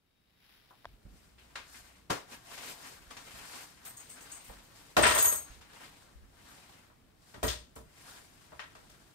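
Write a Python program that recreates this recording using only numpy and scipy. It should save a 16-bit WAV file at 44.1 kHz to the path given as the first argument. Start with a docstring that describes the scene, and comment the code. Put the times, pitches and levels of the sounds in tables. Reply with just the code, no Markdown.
"""Bedding rustles over faint room air and hum as someone leaves a bed; a knock, finger taps on a case.
Soft steps cross the small room while hands pat and tug a loose shirt and hitch up trousers:
cloth rubs, hisses and crackles. Keys at the belt jingle in thin metal partials, and small objects
clatter onto a wooden dresser, whose top and drawers ring while its hollow body booms."""
import sys
import numpy as np
from scipy import signal
from scipy.io import wavfile

SR = 44100
rng = np.random.default_rng(int(sys.argv[2]) if len(sys.argv) > 2 else 0)


def inscribe(sig):
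    """Save sig as 16-bit PCM at rate SR to the path in sys.argv[1].

    A 1-D sig is mono; a 2-D sig holds one channel per row.
    Samples are clipped to [-1, 1] before scaling.
    """
    pcm = np.round(np.clip(np.atleast_2d(sig).T, -1, 1) * 32767)
    wavfile.write(sys.argv[1], SR, pcm.astype(np.int16))


N = 403074
TIME_S = np.arange(N) / SR
EDGES_HZ = np.geomspace(25, 16000, 25)
CENTRES_HZ = np.sqrt(EDGES_HZ[1:] * EDGES_HZ[:-1])


def from_db(db):
    """Decibels to gain."""
    return 10 ** (np.asarray(db) / 20)


def rms_one(x):
    """Scale to unit power."""
    return x / np.sqrt(np.mean(np.abs(x) ** 2) + 1e-20)


def in_time(points):
    """Read a time curve at every sample."""
    return np.interp(TIME_S, *np.transpose(points))


def at_hz(points, hz):
    """Read a curve on a log-frequency axis."""
    knots_hz, values = np.transpose(points)
    return np.interp(np.log(hz), np.log(knots_hz), values)


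def butter(x, order, hz, kind):
    """Butterworth filter."""
    return signal.sosfilt(signal.butter(order, hz, kind, fs=SR, output="sos"), x)


def pan(left_right_db):
    """Constant-power left and right gains."""
    return rms_one(from_db([[left_right_db / 2], [-left_right_db / 2]]))


def drift(rate_hz):
    """Smooth random wander of unit power."""
    hop, warmup = 40, 2000
    pole = np.exp(-2 * np.pi * hop * rate_hz / SR)
    white = rng.standard_normal(N // hop + warmup + 2)
    slow = signal.lfilter([1], [1, -2 * pole, pole * pole], white)[warmup:]
    return np.interp(np.arange(N) / hop, np.arange(len(slow)), rms_one(slow))


def burst(onset_s, contact_s, t60_s):
    """Span and envelope of a blow: builds during contact, then decays."""
    start = int(onset_s * SR)
    t = TIME_S[:min(int((t60_s + contact_s) * SR), N - start)]
    attack = np.minimum(t / contact_s, 1) ** 2
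    decay = from_db(-60 * np.maximum(t - contact_s, 0) / t60_s)
    return slice(start, start + len(t)), attack * decay


# Stereo balance: (frequency [Hz], left-right [dB])
BALANCE = [(60, -2.5), (200, -1), (380, 1), (700, 1), (1300, 3.5), (2400, 3.5), (4400, 6), (8100, 1.5),
           (15000, -3)]

def noise_bands(coherence):
    """Unit-power stereo noise bands with the given likeness between the ears."""
    white, bands = rng.standard_normal((2, 2, N)), []
    for k, hz in enumerate(CENTRES_HZ):
        mid, side = butter(white[k % 2], 2, EDGES_HZ[k:k + 2], "band")
        alike = at_hz(coherence, hz)
        mid, side = np.sqrt(1 + alike) * mid, np.sqrt(1 - alike) * side
        stereo = rms_one(np.array([mid + side, mid - side]))
        bands.append((stereo * pan(at_hz(BALANCE, hz))).astype(np.float32))
    return np.array(bands)


def mix(bands, gains):
    """Weighted sum of bands."""
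    return np.einsum("b,bcn->cn", gains.astype(np.float32), bands)


def coloured(bands, spectrum):
    """Unit-power noise shaped by (frequency [Hz], density [dB])."""
    return rms_one(mix(bands, from_db(at_hz(spectrum, CENTRES_HZ)) * np.sqrt(CENTRES_HZ)))


def patchy(bands, spectrum, spread_db, rate_hz):
    """Unit-power noise of shifting colour: bands swell and fade in pairs."""
    gains = from_db(at_hz(spectrum, CENTRES_HZ)) * np.sqrt(CENTRES_HZ)
    pairs = (mix(bands[k:k + 2], gains[k:k + 2]) for k in range(0, len(bands), 2))
    return rms_one(sum(pair * from_db(spread_db * drift(rate_hz)) for pair in pairs))


# Room air: (frequency [Hz], density [dB])
AIR_SPECTRUM = [(15, -31), (25, 4), (150, 2), (373, -4.5), (529, -13), (604, 1), (790, -15), (1350, -14),
                (3830, -31), (8780, -22.5), (11200, -32.5), (13100, -20.5), (15000, -39.5)]
# Air, hum and whine: (time [s], level [dB])
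AIR_LEVEL = [(0, -77.5), (.25, -75), (.45, -73.5), (.95, -65.5), (1.05, -66), (5, -63), (7.1, -64.5),
             (9.14, -62.5)]
HUM_LEVEL = [(0, -93), (1.15, -77), (1.35, -66.5), (2.1, -71), (2.45, -76), (9.14, -85)]
WHINE_LEVEL = [(0, -88), (.92, -84), (.97, -110)]

def room_tone(bands, hum_hz=61, whine_hz=3750):
    """Still air, a low hum and, for the first second, a faint whine."""
    hum = from_db(in_time(HUM_LEVEL)) * np.sqrt(2) * np.sin(2 * np.pi * hum_hz * TIME_S)
    whine = from_db(in_time(WHINE_LEVEL)) * np.sqrt(2) * np.sin(2 * np.pi * whine_hz * TIME_S)
    air = from_db(in_time(AIR_LEVEL)) * coloured(bands, AIR_SPECTRUM)
    return air + hum + whine * drift(50)


# Brushed bedding: (time [s], level [dB])
BEDDING_LEVEL = [(0, -82), (.37, -73.5), (.46, -65), (.55, -63.5), (.62, -67.5), (.94, -69), (.98, -74)]
# Colour of the brushing noise as heard, with a deep gap near 7.5 kHz: (frequency [Hz], density [dB])
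BRUSH_SPECTRUM = [(180, -32.5), (300, -10.5), (1110, -9), (1350, -6.5), (2830, -5), (5130, -9),
                  (7500, -33.5), (10600, -16.5), (15500, -15.5)]

def bedding(bands, grain_db=2.0):
    """A soft, grainy brush over the sheets."""
    return from_db(in_time(BEDDING_LEVEL) + grain_db * drift(300)) * coloured(bands, BRUSH_SPECTRUM)


def bed_knock(bands, onset_s=0.7065, level_db=-55):
    """A small hollow knock some way off."""
    hollow = coloured(bands, [(300, -13), (950, 3), (1400, -3), (2500, -37), (8000, -25)])
    span, envelope = burst(onset_s, contact_s=0.001, t60_s=0.18)
    out = np.zeros((2, N))
    out[:, span] = from_db(level_db) * envelope * hollow[:, span]
    return out


# Fingers on a small case: (time [s], level [dB])
TAPS = [(0.709, -56), (0.846, -37), (0.8546, -24.5), (0.8578, -40)]
# Case modes: (frequency [Hz])
CASE_HZ = [700, 1050, 1600, 3300]
# Per mode: (level [dB], t60 [s])
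CASE_MODES = [(-18, 0.021), (-5, 0.0073), (-9, 0.0064), (-29, .003)]

def case_taps(bands, right_lag_s=0.0001, left_right_db=2, nail_db=-23):
    """A nail snaps on the case; its modes ring a few cycles, reaching the left first."""
    out, t = np.zeros((2, N)), TIME_S[:SR // 20]
    ring = sum(from_db(db - 60 * t / t60_s) * np.sin(2 * np.pi * hz * t)
               for hz, (db, t60_s) in zip(CASE_HZ, CASE_MODES))
    ring = butter(ring, 3, 500, "high")   # too small a body for bass
    nail = coloured(bands, [(2000, -7), (4300, 0), (7000, -37)])
    for onset_s, db in TAPS:
        span, envelope = burst(onset_s, contact_s=0.00061, t60_s=0.0091)
        out[:, span] += from_db(db + nail_db) * envelope * nail[:, span]
        for ear, gain in enumerate(pan(left_right_db)):
            start = int((onset_s + ear * right_lag_s) * SR)
            out[ear, start:start + len(t)] += gain * from_db(db) * ring
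    return out


# Footfalls: (time [s], boom [dB], thump [dB])
STEPS = [(0.86, -53, -73), (1.047, -47, -51), (3.001, -53.5, -69), (3.33, -55, -56), (4.488, -49.5, -57.5),
         (5.495, -49, -97), (6.15, -46, -74), (7.36, -71, -49.5), (7.602, -61.5, -68), (7.795, -58, -62)]

def footsteps(bands, gain_db=-1, sole_lag_s=0.069, sole_db=-8.5):
    """Soft weight on the floor, heel then sole: a boom with a dull thump above it."""
    boom = coloured(bands, [(25, -17), (42, 23), (85, 7.5), (140, -30.5), (400, -71), (2000, -80)])
    thump = coloured(bands, [(60, -9), (130, 0), (270, -0.5), (450, -17.5), (2000, -30), (8000, -80)])
    out = np.zeros((2, N))
    for onset_s, boom_db, thump_db in STEPS:
        for lag_s, part_db in [(0, 0), (sole_lag_s, sole_db)]:
            span, envelope = burst(onset_s + lag_s, contact_s=0.0081, t60_s=0.26)
            floor = from_db(boom_db) * boom[:, span] + from_db(thump_db) * thump[:, span]
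            out[:, span] += from_db(part_db) * envelope * floor
    return from_db(gain_db) * out


# Cloth on cloth: (peak time [s], rub [dB], hiss lift [dB], rise [s], fall [s])
STROKES = [(1.2, -68, 5, 0.17, 0.22), (1.4, -64, 1.5, 0.027, 0.48), (1.765, -59, 9, 0.12, 0.1),
           (1.86, -62, 2.5, 0.089, 0.21), (2.331, -49, 1, 0.051, 0.063), (2.58, -50, 3, 0.16, 0.25),
           (2.689, -45, 4, 0.081, .09), (2.859, -50.5, 3.5, 0.09, 0.15), (3.39, -53, 2, 0.35, 0.077),
           (3.584, -49.5, 4.5, 0.3, 0.14), (3.869, -52, 0.5, 0.045, 0.055), (4.3, -56, 2, 0.65, 0.63),
           (4.788, -61.5, 5, .11, 0.24), (5.52, -57.5, 1, 0.45, 0.13), (5.81, -54, 0, 0.17, 0.2),
           (6.02, -63.5, 1, 0.13, 0.26), (6.5, -57, 1.5, 0.18, 0.34), (6.76, -60, -0.5, 0.18, 0.14),
           (7.3, -66.5, 6.5, .11, 0.36), (8.115, -56.5, 4.5, 0.21, 0.23), (8.42, -64.5, 2.5, 0.21, 0.33),
           (8.95, -66.5, 4, 0.9, 0.45)]

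def stroke_swells(edge_db=-13, roundness=1.44):
    """Rub and hiss envelopes: each stroke swells and fades with hand speed."""
    rub_power, hiss_power = np.zeros((2, N))
    for peak_s, db, hiss_db, rise_s, fall_s in STROKES:
        span = slice(max(int((peak_s - 3 * rise_s) * SR), 0), int((peak_s + 3 * fall_s) * SR))
        t = TIME_S[span] - peak_s
        away = np.maximum(-t / rise_s, t / fall_s)
        power = from_db(db + edge_db * away ** roundness) ** 2
        rub_power[span] += power
        hiss_power[span] += power * from_db(hiss_db) ** 2
    return np.sqrt(rub_power), np.sqrt(hiss_power)


def thread_crackle(snaps_per_s=790, spread_db=4.5, level_db=-15):
    """Threads snap free: tiny bright clicks of uneven size, different in each ear."""
    sizes = from_db(spread_db * np.minimum(rng.exponential(1, (2, N)), 4))
    signs = rng.choice([-1, 1], (2, N))
    snaps = sizes * signs * (rng.random((2, N)) < snaps_per_s / SR) + 1e-18
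    return from_db(level_db) * rms_one(butter(snaps, 2, [11500, 14300], "band"))


# Sliding fabric: (frequency [Hz], density [dB])
RUB_SPECTRUM = [(88, -29), (150, -4), (192, -17.5), (227, -1.5), (398, -2), (509, -8.5), (626, 2),
                (813, 0.5), (1570, 1), (4000, -7.5), (5200, -32.5), (8800, -120)]
HISS_SPECTRUM = [(1650, -36), (2800, -10), (3500, -9.5), (4460, 4), (7410, 0.5), (9660, 7.5), (11000, -7.5),
                 (13000, -11), (14500, -14), (15500, -31)]

def cloth_strokes(bands, fold_db=1.23, grain_db=1.0, hiss_db=-5):
    """Fabric slides in uneven folds of shifting colour; catching threads roughen the hiss."""
    rub_swell, hiss_swell = stroke_swells()
    folds_db = fold_db * drift(17)
    rub = patchy(bands, RUB_SPECTRUM, spread_db=1.7, rate_hz=12)
    rub *= from_db(folds_db + grain_db * drift(120))
    hiss = from_db(folds_db + hiss_db + grain_db * drift(500)) * coloured(bands, HISS_SPECTRUM)
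    return rub_swell * rub + hiss_swell * (hiss + thread_crackle())


# Wall and furniture echoes: (left delay [s], right delay [s], level [dB])
ECHOES = [(.0019, .0021, -18.5), (.0043, .0038, -14), (.0071, .0076, -14)]

def near_walls(dry):
    """Early echoes colour the sound at about the same power."""
    out, power = dry.copy(), 1
    for *delays_s, db in ECHOES:
        power += from_db(db) ** 2
        for ear, delay_s in enumerate(delays_s):
            lag = int(delay_s * SR)
            out[ear, lag:] += from_db(db) * dry[ear, :N - lag]
    return out / np.sqrt(power)


def blows(rows, bands, tone, gain_db, t60_s, bass_hang, crack_db, crack_t60_s):
    """Each contact is a clack over a thud: a short crack, then reflections with their own bass decay."""
    clack_above_hz, thud_below_hz, firm_db = 225, 185, -29.5
    out = np.zeros((2, N))
    bass = 1 / (1 + (CENTRES_HZ / 200) ** 2)
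    band_oct = np.log2(CENTRES_HZ / 1000)
    for onset_s, db, pitch_oct, slope_db_per_oct, thud_db, contact_s in rows:
        away_oct = np.hypot(band_oct - pitch_oct, 0.5) - 0.5
        clack = from_db(db - slope_db_per_oct * away_oct)
        clack /= np.hypot(1, (clack_above_hz / CENTRES_HZ) ** 3)
        thud = from_db(thud_db) / np.hypot(1, (CENTRES_HZ / thud_below_hz) ** 2)
        gains = np.hypot(clack, thud) * from_db(at_hz(tone, CENTRES_HZ) + gain_db)
        wash_t60_s = t60_s * from_db(0.09 * (db - firm_db))   # harder blows ring longer
        wash = (1 - bass, contact_s, wash_t60_s)
        bass_tail = (bass, contact_s + 0.0033, t60_s * bass_hang)
        crack = ((1 - bass) * from_db(crack_db), contact_s, crack_t60_s)
        for share, rise_s, decay_s in (wash, bass_tail, crack):
            span, envelope = burst(onset_s, rise_s, decay_s)
            out[:, span] += envelope * mix(bands[:, :, span], gains * share)
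    return out


# Hands on cloth: (time [s], level [dB], pitch [oct re 1 kHz], slope [dB/oct], thud [dB], contact [s])
PATS = [(1.378, -50.5, 1.5, 25, -80, 0.0085), (1.553, -33.5, 1.42, 6, -70, 0.0038),
        (1.735, -45.5, 1, 28, -80, 0.012), (2.095, -28, 1.2, -1, -33, 0.01),
        (2.572, -40.5, 2.4, 3.5, -80, 0.0091), (3.101, -41.5, 3.5, 1.5, -68, 0.0086),
        (3.165, -41.5, 2.6, 3, -51, 0.0044), (4.49, -43.5, -0.5, 17, -75, .008),
        (4.695, -55, -9.5, 1, -90, .01), (5.605, -50.5, 2.1, 4, -84, 0.0097)]
# Their colour: (frequency [Hz], gain [dB])
PAT_TONE = [(35, -13), (70, -7), (170, -2), (300, -5.5), (700, -3), (1300, -1), (2600, -5), (4500, -6),
            (8000, -8), (10500, -14.5), (14000, -17)]

def cloth_pats(bands):
    """Hands pat and pluck the clothes: slaps whose bass dies quickly."""
    return blows(PATS, bands, PAT_TONE, gain_db=-8, t60_s=0.29, bass_hang=0.42,
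                 crack_db=-13, crack_t60_s=0.064)


# Jolts of the keys: (time [s], level [dB], long-key lift [dB], brightness [dB])
JOLTS = [(3.85, -49.5, -7, -1.5), (3.966, -51, 1, -10), (4.094, -50, -7, -14), (4.208, -52.5, -6, -18),
         (4.315, -46.5, 0, -22), (4.442, -56.5, -15, -2), (4.632, -73, 5, 0), (4.89, -73.5, 1.5, -12),
         (4.966, -40.5, -5.5, 0), (5.02, -29.5, -14.5, -22), (5.066, -30, -7, -12),
         (5.145, -26.5, -6, -5.5), (5.181, -26, 1, -11), (5.22, -33.5, -5, 8), (5.25, -29.5, 4.5, 5),
         (5.319, -33.5, -1, -3), (7.43, -42, 3, 3), (7.48, -44.5, -10, -18)]

def key_touches(rebounds=2, mean_gap_s=0.024, rebound_db=-5):
    """After each jolt the keys swing back and touch ever more lightly; rows as in JOLTS."""
    gaps_s = mean_gap_s * (0.5 + rng.random((len(JOLTS), rebounds)))
    return [(onset_s + gap_s[:k].sum(), db + k * rebound_db, *colour)
            for (onset_s, db, *colour), gap_s in zip(JOLTS, gaps_s) for k in range(rebounds + 1)]


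# Key partials: (frequency [Hz])
KEY_HZ = [6541, 6700, 7467, 8016, 8145, 8521, 8637, 10930, 11870, 15090]
# Per partial: (level [dB], t60 [s], left-right [dB])
KEY_MODES = [(-6, 0.35, 6), (0.5, 0.13, 10), (-16.5, 0.11, 0), (-3.5, 0.2, 19.5), (-6.5, 0.22, 12),
             (2, .27, 3.5), (-14, 0.27, 21.5), (-11.5, 0.1, -0.5), (6.5, 0.19, 1), (-6.5, .25, 0)]
# Response to a touch's brightness: (frequency [Hz], share [0-1])
BRIGHTNESS_SHARE = [(8800, 0), (10900, 1), (12000, 1), (15000, 0.35)]

def key_ring(touches, gain_db=-3.5, scatter_db=2.3, detune_hz=5, waver=0.44, shimmer=0.55):
    """Each touch rings the metal anew; the keys press on each other, so pitch and strength waver."""
    long_key_below_hz, right_lag_s = 7000, 0.000035
    out = np.zeros((2, N))
    for hz, (mode_db, t60_s, left_right_db) in zip(KEY_HZ, KEY_MODES):
        power = np.zeros(N)
        is_long = hz < long_key_below_hz
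        bright_share = at_hz(BRIGHTNESS_SHARE, hz)
        for onset_s, db, long_db, bright_db in touches:
            span, envelope = burst(onset_s, contact_s=0.0063, t60_s=t60_s)
            touch_db = db + is_long * long_db + bright_share * bright_db + rng.normal(0, scatter_db)
            power[span] += (envelope * from_db(touch_db)) ** 2
        phase = 2 * np.pi * np.cumsum(hz + detune_hz * drift(25)) / SR
        for ear, gain in enumerate(pan(left_right_db)):
            ear_phase = phase - 2 * np.pi * hz * ear * right_lag_s
            partial = (1 + waver * drift(33)) * np.cos(ear_phase)
            partial += shimmer * drift(160) * np.sin(ear_phase)
            out[ear] += gain * from_db(mode_db + gain_db) * np.sqrt(power) * rms_one(partial)
    return out


def key_scratch(touches, bands, scratch_db=-53, sparkle_db=-52, light_touch_db=-48, rattle_db=2.0):
    """Metal scrapes metal, growing more slowly with force than the ring; bright touches sparkle."""
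    scratch_power, sparkle_power = np.zeros((2, N))
    for onset_s, db, _, bright_db in touches:
        span, envelope = burst(onset_s, contact_s=0.00049, t60_s=0.2)
        strength = envelope * from_db(0.75 * (db - light_touch_db))
        scratch_power[span] += (strength * from_db(scratch_db)) ** 2
        sparkle_power[span] += (strength * from_db(sparkle_db + min(bright_db, 0))) ** 2
    scratch = coloured(bands, [(1500, -40.5), (4500, -6), (6800, 1.5), (8300, 4),
                               (10200, -8), (12500, -8.5), (15000, -8)])
    sparkle = coloured(bands, [(8300, -29), (10800, -5.5), (14000, 0)])[::-1]   # ears swapped
    rattle = from_db(rattle_db * drift(120))
    return rattle * (np.sqrt(scratch_power) * scratch + np.sqrt(sparkle_power) * sparkle)


# Objects on wood: (time [s], level [dB], pitch [oct re 1 kHz], slope [dB/oct], thud [dB], contact [s])
KNOCKS = [(4.966, -15, -0.75, 4, -34.5, 0.0013), (5.031, -14, 0.9, 12.5, -40, 0.0021),
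          (5.062, -27.5, 2, 2.5, -49, 0.0054), (5.11, -36.5, 0.7, 0.5, -50, 0.0021),
          (5.155, -26.5, 0.1, 11, -63, 0.0067), (5.177, -32, 2, 6.5, -53, .004),
          (5.243, -33.5, 0.5, 5, -52, 0.0021), (5.31, -43, 0, 3, -61.5, 0.017),
          (6.899, -58, 0, 13, -79.5, .0015), (7.335, -45.5, 0.1, 5.5, -55, 0.0093),
          (7.428, -26.5, -1.36, 3, -40, 0.0025), (7.48, -28.5, 2, 14.5, -57, 0.00069),
          (7.754, -44.5, 3.5, 26, -71, 0.0021), (7.759, -43.5, -1.14, 5, -52, 0.003),
          (8.519, -45.5, -0.33, 9.5, -59, .002), (8.593, -36, 0.87, 11, -76, 0.0011),
          (8.75, -50.5, 0, 3.5, -73, 0.0014), (8.895, -55.5, 3.5, 2, -65, 0.0036)]
# Their colour: (frequency [Hz], gain [dB])
WOOD_TONE = [(28, -22.5), (42, -11), (60, -7), (115, 1), (160, -7.5), (215, -3.5), (400, -6), (780, -5.5),
             (1300, -1.5), (2600, -5.5), (4500, -1.5), (8000, -0.5), (10500, -5.5), (14000, -7.5)]
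# Top and drawer modes: (frequency [Hz])
DRESSER_HZ = [61, 447, 605, 645, 975, 1056, 1335, 1395, 1566, 1608, 1802, 1892, 2720, 3070, 3500]
# Per mode: (width [Hz], lift [dB])
DRESSER_MODES = [(19.9, 11.5), (22, 8), (19.96, 12), (25, 6), (18, 8.5), (46, 2), (18, 9), (25, -3.5),
                 (21.8, -1), (16, 6), (22, 4), (25, 9.5), (70, 6), (45, 6.5), (348, 4)]

def dresser_clatter(bands, chatter_db=1.0):
    """Objects land, tip and rattle; top and drawers resonate but radiate little deep bass."""
    hits = blows(KNOCKS, bands, WOOD_TONE, gain_db=-7.5, t60_s=0.31, bass_hang=1.09,
                 crack_db=-16, crack_t60_s=0.017)
    hits *= from_db(chatter_db * drift(150))   # edges chatter as objects settle
    out = hits.copy()
    for hz, (width_hz, lift_db) in zip(DRESSER_HZ, DRESSER_MODES):
        resonance = signal.lfilter(*signal.iirpeak(hz, hz / width_hz, fs=SR), hits)
        out += (from_db(lift_db) - 1) * resonance
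    return butter(out, 4, 52, "high")


# Heavy landings: (time [s], level [dB])
LANDINGS = [(4.968, -37), (5.035, -38), (7.432, -33), (7.78, -59)]
# Dresser body: (frequency [Hz], level [dB], t60 [s])
BODY_MODES = [(60, -1, .5), (75, -3, .36), (116.6, -4, 0.27), (222, -6, .2), (443, -3, .22)]

def dresser_boom():
    """Heavy landings rock the hollow body in a few deep modes, alike in both ears."""
    out = np.zeros(N)
    for onset_s, db in LANDINGS:
        for hz, mode_db, t60_s in BODY_MODES:
            span, envelope = burst(onset_s, contact_s=0.006, t60_s=t60_s)
            mode = np.sin(2 * np.pi * hz * (TIME_S[span] - onset_s))
            out[span] += from_db(db + mode_db) * envelope * mode
    return out


# Likeness between the ears: (frequency [Hz], coherence [-1 to 1])
ROOM_COHERENCE = [(60, 0.6), (130, 0.77), (290, .5), (640, -0.02), (1400, 0.24), (3100, 0), (15000, 0)]
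NEAR_COHERENCE = [(60, 0.61), (15000, 0.3)]
DRESSER_COHERENCE = [(60, 1), (130, 0.19), (250, -0.36), (400, .15), (700, -0.057), (1400, 0.025),
                     (3000, 0.0093), (15000, -0.32)]

def scene():
    """Bedside, steps, clothes, keys and dresser over the room tone."""
    room, near = noise_bands(ROOM_COHERENCE), noise_bands(NEAR_COHERENCE)
    room_shifted, room_reversed = np.roll(room, SR, axis=2), room[:, :, ::-1]
    bedside = bedding(room_shifted) + bed_knock(near) + case_taps(near)
    touches = key_touches()
    clothes = near_walls(cloth_strokes(room) + cloth_pats(room_shifted))
    keys = key_ring(touches) + key_scratch(touches, room_shifted)
    dresser = dresser_clatter(noise_bands(DRESSER_COHERENCE)) + dresser_boom()
    return room_tone(room_reversed) + bedside + footsteps(near) + clothes + keys + dresser


def record(dry, cutoff_hz=15700):
    """Steep treble cut."""
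    return signal.sosfilt(signal.ellip(12, 0.1, 80, cutoff_hz, fs=SR, output="sos"), dry)


dry = scene()
out = record(dry)
inscribe(out)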